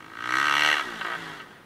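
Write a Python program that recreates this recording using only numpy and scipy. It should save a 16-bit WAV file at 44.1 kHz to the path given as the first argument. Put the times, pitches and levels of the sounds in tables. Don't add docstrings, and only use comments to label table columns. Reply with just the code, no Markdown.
import sys
import numpy as np
from scipy import signal
from scipy.fft import rfft, irfft, next_fast_len
from scipy.io import wavfile
from scipy.ndimage import uniform_filter1d, map_coordinates

SR = 44100
rng = np.random.default_rng(int(sys.argv[2]) if len(sys.argv) > 2 else 0)


def transcribe(u):
    v = np.clip(np.atleast_2d(u).T, -1, 1)
    q = np.round(v * 32767).astype(np.int16)
    wavfile.write(sys.argv[1], SR, q)


N = 72765

SHUT_S, BLIP_START_S, BLIP_END_S = .815, 1.04, 1.16
# t/s, bark/dB, treble/dB, mids/dB
RUN_UP = [(0, -44.5, -50.5, -58), (0.11, -46.5, -56.9, -55), (0.17, -37, -47.5, -69),
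          (0.268, -27.5, -36, -44), (0.35, -20.5, -31.5, -50), (0.45, -22, -27.5, -42),
          (0.51, -21.5, -24, -38.5), (0.59, -25.5, -22.5, -36), (0.66, -26.5, -20, -32),
          (0.718, -31, -22.5, -32), (0.76, -30.5, -28, -40.8), (0.798, -24, -30.5, -50.5),
          (0.83, -38, -43, -16)]


def bark(firings, sizes):
    stray_pops = [(1.0111, -30.5, -2.5), (1.1345, -48, -7.5), (1.4006, -44, 2.5)]  # t/s, level/dB, treble against the bark/dB
    sizzle_level = [(0, -13), (.2, -16.5), (.38, -8.5), (.52, -17), (.66, -15), (.8, -19), (1.1, -38)]
    mids_tone = [(200, -37.5), (330, 2), (440, -3.5), (600, 1), (800, 0), (950, 7), (1300, -39)]
    boom_tone = [(150, -32), (280, -1), (380, 9), (470, 4), (570, -8), (740, 7), (1000, -29)]
    treble_hz, sizzle_hz = 2177, 3780
    run = firings < SHUT_S
    blip = (firings > BLIP_START_S) & (firings < BLIP_END_S)
    pop_s, pop_db, pop_edge_db = np.transpose(stray_pops)
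    run_s, bark_db, treble_db, mids_db = np.transpose(RUN_UP)

    def train(run_db, blip_db, pops_db, puff_share):
        gains = run * amp(np.interp(firings, run_s, run_db)) + blip * amp(blip_db)
        strengths = np.r_[sizes * gains, sizes.mean() * amp(pops_db)]
        return blasts(np.r_[firings, pop_s], strengths, puff_share)

    ring = silencer()
    low_band = ring * sweep() * passband("low", treble_hz) * passband("high", 610, order=2)
    treble_band = ring * passband("high", treble_hz) * passband("low", sizzle_hz)
    sizzle_band = ring * passband("high", sizzle_hz, order=8)
    treble_levels = treble_db, -42, pop_db + pop_edge_db
    low = filtered(train(bark_db, -32, pop_db, puff_share=.02), low_band)
    treble = filtered(train(*treble_levels, puff_share=.22), treble_band)
    sizzle = filtered(train(*treble_levels, puff_share=.7), sizzle_band)
    sizzle *= amp(curves(sizzle_level)[0])
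    mids = filtered(train(mids_db, -48, pop_db - 16, puff_share=0), colour(mids_tone))
    boom = filtered(pulses(firings, sizes * blip), colour(boom_tone))
    return amp(-3) * low + amp(-1) * (treble + sizzle) + amp(-2.5) * mids + amp(-47) * boom


def blasts(times, sizes, puff_share, puff_s=.0049):
    front = pulses(times, sizes)
    decay = np.exp(-np.arange(SR // 20) / SR / puff_s)
    puff = signal.fftconvolve(front, decay / np.linalg.norm(decay))[:N] * rng.standard_normal(N)
    return np.sqrt(1 - puff_share) * front + np.sqrt(puff_share) * puff


def silencer():
    ring_tones = [(961, 130, 0), (1284, 71, 4.5), (1568, 145.6, 4), (1927, 79, 6), (2235, 103, -4.5),
                  (2827, 119, -5), (3332, 138.5, -1.5), (3280, 750, -13), (4110, 67, -5.5),
                  (5780, 220, -18.5), (6310, 290, -22.5), (7680, 150, -24), (8320, 120, -23.5),
                  (11800, 530, -34)]
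    pipe_echoes = [(.0012, -0.57), (.0026, 0.22), (.0033, 0.29)]  # delay/s, gain
    f = grid()
    ring = sum((-1) ** k * amp(db) * 1j * f * width / (hz * hz - f * f + 1j * f * width)
               for k, (hz, width, db) in enumerate(ring_tones))
    echoes = sum(gain * np.exp(-2j * np.pi * f * delay_s) for delay_s, gain in pipe_echoes)
    return ring * (1 + echoes)


def sweep():
    exit_delays = [(850, 0.33), (1250, 0), (1550, 0.59), (2000, 1.23)]  # f/Hz, delay/ms
    f = grid()
    delay_s = lookup(f, exit_delays) / 1000
    return np.exp(-2j * np.pi * np.cumsum(delay_s) * f[1])


def thuds(firings, sizes):
    thud_level = [(0, -56), (.15, -55), (.27, -45.5), (.36, -42), (.5, -41.5), (.68, -39), (.83, -52)]  # t/s, level/dB
    thud_tone = [(30, -72), (70, -15.5), (105, 1.5), (150, -2.5), (220, -9), (315, 11.5), (380, 1),
                 (480, -16), (900, -49)]
    gains = (firings < SHUT_S) * amp(.5 + lookup(firings, thud_level))
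    return filtered(pulses(firings, sizes * gains), colour(thud_tone))


def coast(firings, sizes):
    thud_level = [(.83, -48.5), (.88, -42.5), (.99, -49), (1.08, -61), (1.18, -47.5), (1.3, -48.5),
                  (1.42, -54.5), (1.65, -70)]
    thud_tone = [(30, -17), (70, -17), (115, -15), (165, 3), (240, -5.5), (300, -1), (365, 0.5),
                 (460, -6.5), (560, -10), (740, -8.5), (1000, -20), (2000, -53.5)]
    lag_s, gulp_fade_s = .0025, .18
    unfired = (firings < BLIP_START_S) | (firings > BLIP_END_S)
    times = firings + lag_s * unfired
    gains = sizes * (firings > SHUT_S) * amp(.5 + lookup(firings, thud_level))
    gulp = .64 * np.exp(-abs(firings - SHUT_S) / gulp_fade_s)
    gulp_times = times + np.gradient(firings) / 2
    strokes = pulses(times, gains) + pulses(gulp_times, gains * gulp)
    return filtered(strokes, colour(thud_tone)) + amp(1) * filtered(strokes, silencer())


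def rasp(cycles, swing_db=2.5):
    run_level = [(0, -56.5), (.15, -50), (.35, -36.5), (.55, -36.5), (.7, -32.5), (.8, -34)]
    air_level = [(.86, -38), (.96, -40), (1.15, -40.5), (1.3, -42), (1.392, -45.5), (1.46, -53),
                 (1.55, -54.5), (1.65, -63)]
    rasp_tone = [(260, -42.5), (450, 0), (514, -23), (745, -1.5), (826, -3), (1710, 4.5), (2550, -10.5),
                 (3270, -4), (5180, -15.5), (15500, -29.5)]
    swell = unit(amp(swing_db * np.cos(2 * np.pi * cycles)))
    free, piped = swell * rng.standard_normal((2, N))
    noise = filtered(free, colour(rasp_tone)) + .32 * filtered(piped, silencer())
    level_db, = curves(np.vstack([run_level, air_level]))
    return unit(noise) * amp(level_db - .5)


def jet():
    roar_tone = [(900, -38), (2200, 11), (3300, -2), (5000, -12), (6000, -10), (12000, -16), (15000, -30)]  # f/Hz, level/dB
    treble_db = curves(RUN_UP)[1]
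    throttle = uniform_filter1d(1.0 * (clock() < SHUT_S), size=900)
    return throttle * amp(treble_db - 20) * filtered(rng.standard_normal(N), colour(roar_tone))


def ground(x, dull_hz=4400):
    echo_delay = [(0, 0.89), (.35, 0.43), (.52, 0.73), (.68, 1.35), (.8, 2.92), (.9, 3.2), (1.01, 5.1),
                  (1.15, 6.42), (1.33, 7.3), (1.6, 8.5)]
    delay_ms, = curves(echo_delay)
    dulled = signal.lfilter(*signal.butter(1, dull_hz, fs=SR), x)
    echo = map_coordinates(dulled, [np.arange(N) - delay_ms * SR / 1000])
    return x + np.interp(delay_ms, [1, 5], [.19, .95]) * echo


def field(x, fade_s=.2):
    t = np.arange(SR // 2) / SR
    tail = rng.standard_normal(len(t)) * amp(-60 * t / fade_s) * (t > .004)
    return x + amp(-16) * signal.fftconvolve(x, tail / np.linalg.norm(tail))[:N]


def background(whine_hz=9400):
    air_tone = [(25, -10), (70, -1), (200, 7.5), (600, 1.5), (2000, -3.5), (5000, -20.5), (12000, -28.5),
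                (15500, -10)]
    wander = np.cumsum(rng.normal(0, .031, N))
    whine = np.sqrt(2) * np.sin(2 * np.pi * whine_hz * clock() + wander)
    return amp(-51.5) * filtered(rng.standard_normal(N), colour(air_tone)) + amp(-75.5) * whine


def amp(db):
    return 10 ** (np.asarray(db) / 20)


def unit(x):
    return x / np.sqrt(np.mean(x ** 2) + 1e-20)


def clock():
    return np.arange(N) / SR


def lookup(at, rows):
    return np.interp(at, *np.transpose(rows))


def curves(rows):
    times, *columns = np.transpose(rows)
    return [np.interp(clock(), times, column) for column in columns]


def grid():
    return np.fft.rfftfreq(2 * next_fast_len(N), 1 / SR)


def filtered(x, response):
    size = 2 * (len(response) - 1)
    return irfft(rfft(x, size) * response / np.sqrt(np.mean(abs(response) ** 2)))[:N]


def colour(points):
    hz, db = np.transpose(points)
    gain = amp(np.interp(np.log(grid() + 1), np.log(hz), db))
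    cepstrum = irfft(np.log(gain))
    half = len(cepstrum) // 2
    cepstrum[1:half] *= 2
    cepstrum[half + 1:] = 0
    return np.exp(rfft(cepstrum))


def passband(kind, hz, order=4):
    sections = signal.butter(order, hz, kind, fs=SR, output="sos")
    return signal.sosfreqz(sections, grid(), fs=SR)[1]


def pulses(times, sizes, reach=8):
    at = times[:, None] * SR
    index = np.floor(at).astype(int) + np.arange(1 - reach, reach + 1)
    shape = np.sinc(index - at) * np.cos(np.pi * (index - at) / (2 * reach)) ** 2
    return np.bincount(np.clip(index, 0, N).ravel(), (shape * sizes[:, None]).ravel(), N + 1)[:N]


def scene():
    engine_speed = [(0.0, 50.0), (0.06, 54.0), (0.22, 57.9), (0.34, 63.6), (0.42, 70.3), (0.46, 75.3),
                    (0.51, 69.5), (0.6, 73.9), (0.69, 75.8), (0.78, 73.3), (0.9, 58.1), (0.98, 54.4),
                    (1.04, 54.2), (1.14, 61.1), (1.19, 56.4), (1.29, 53.1), (1.42, 46.0), (1.65, 38.1)]
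    rate, = curves(engine_speed)
    cycles = np.cumsum(rate) / SR - .22
    firings = np.interp(np.arange(int(cycles[-1]) + 1), cycles, clock())
    uneven_db = .35 * rng.standard_normal(N)[:len(firings)]
    sizes = np.sqrt(SR / np.interp(firings, clock(), rate)) * amp(uneven_db)
    bike = bark(firings, sizes) + thuds(firings, sizes) + coast(firings, sizes) + rasp(cycles) + jet()
    return (field(ground(bike)) + background())[None]


def record(dry):
    soften_hz, limit_hz = 12700, 15700
    top = amp(np.interp(grid(), [soften_hz, limit_hz], [0, -13])) * (grid() < limit_hz)
    return irfft(rfft(dry, 2 * next_fast_len(N)) * top)[:, :N]


dry = scene()
out = record(dry)
transcribe(out)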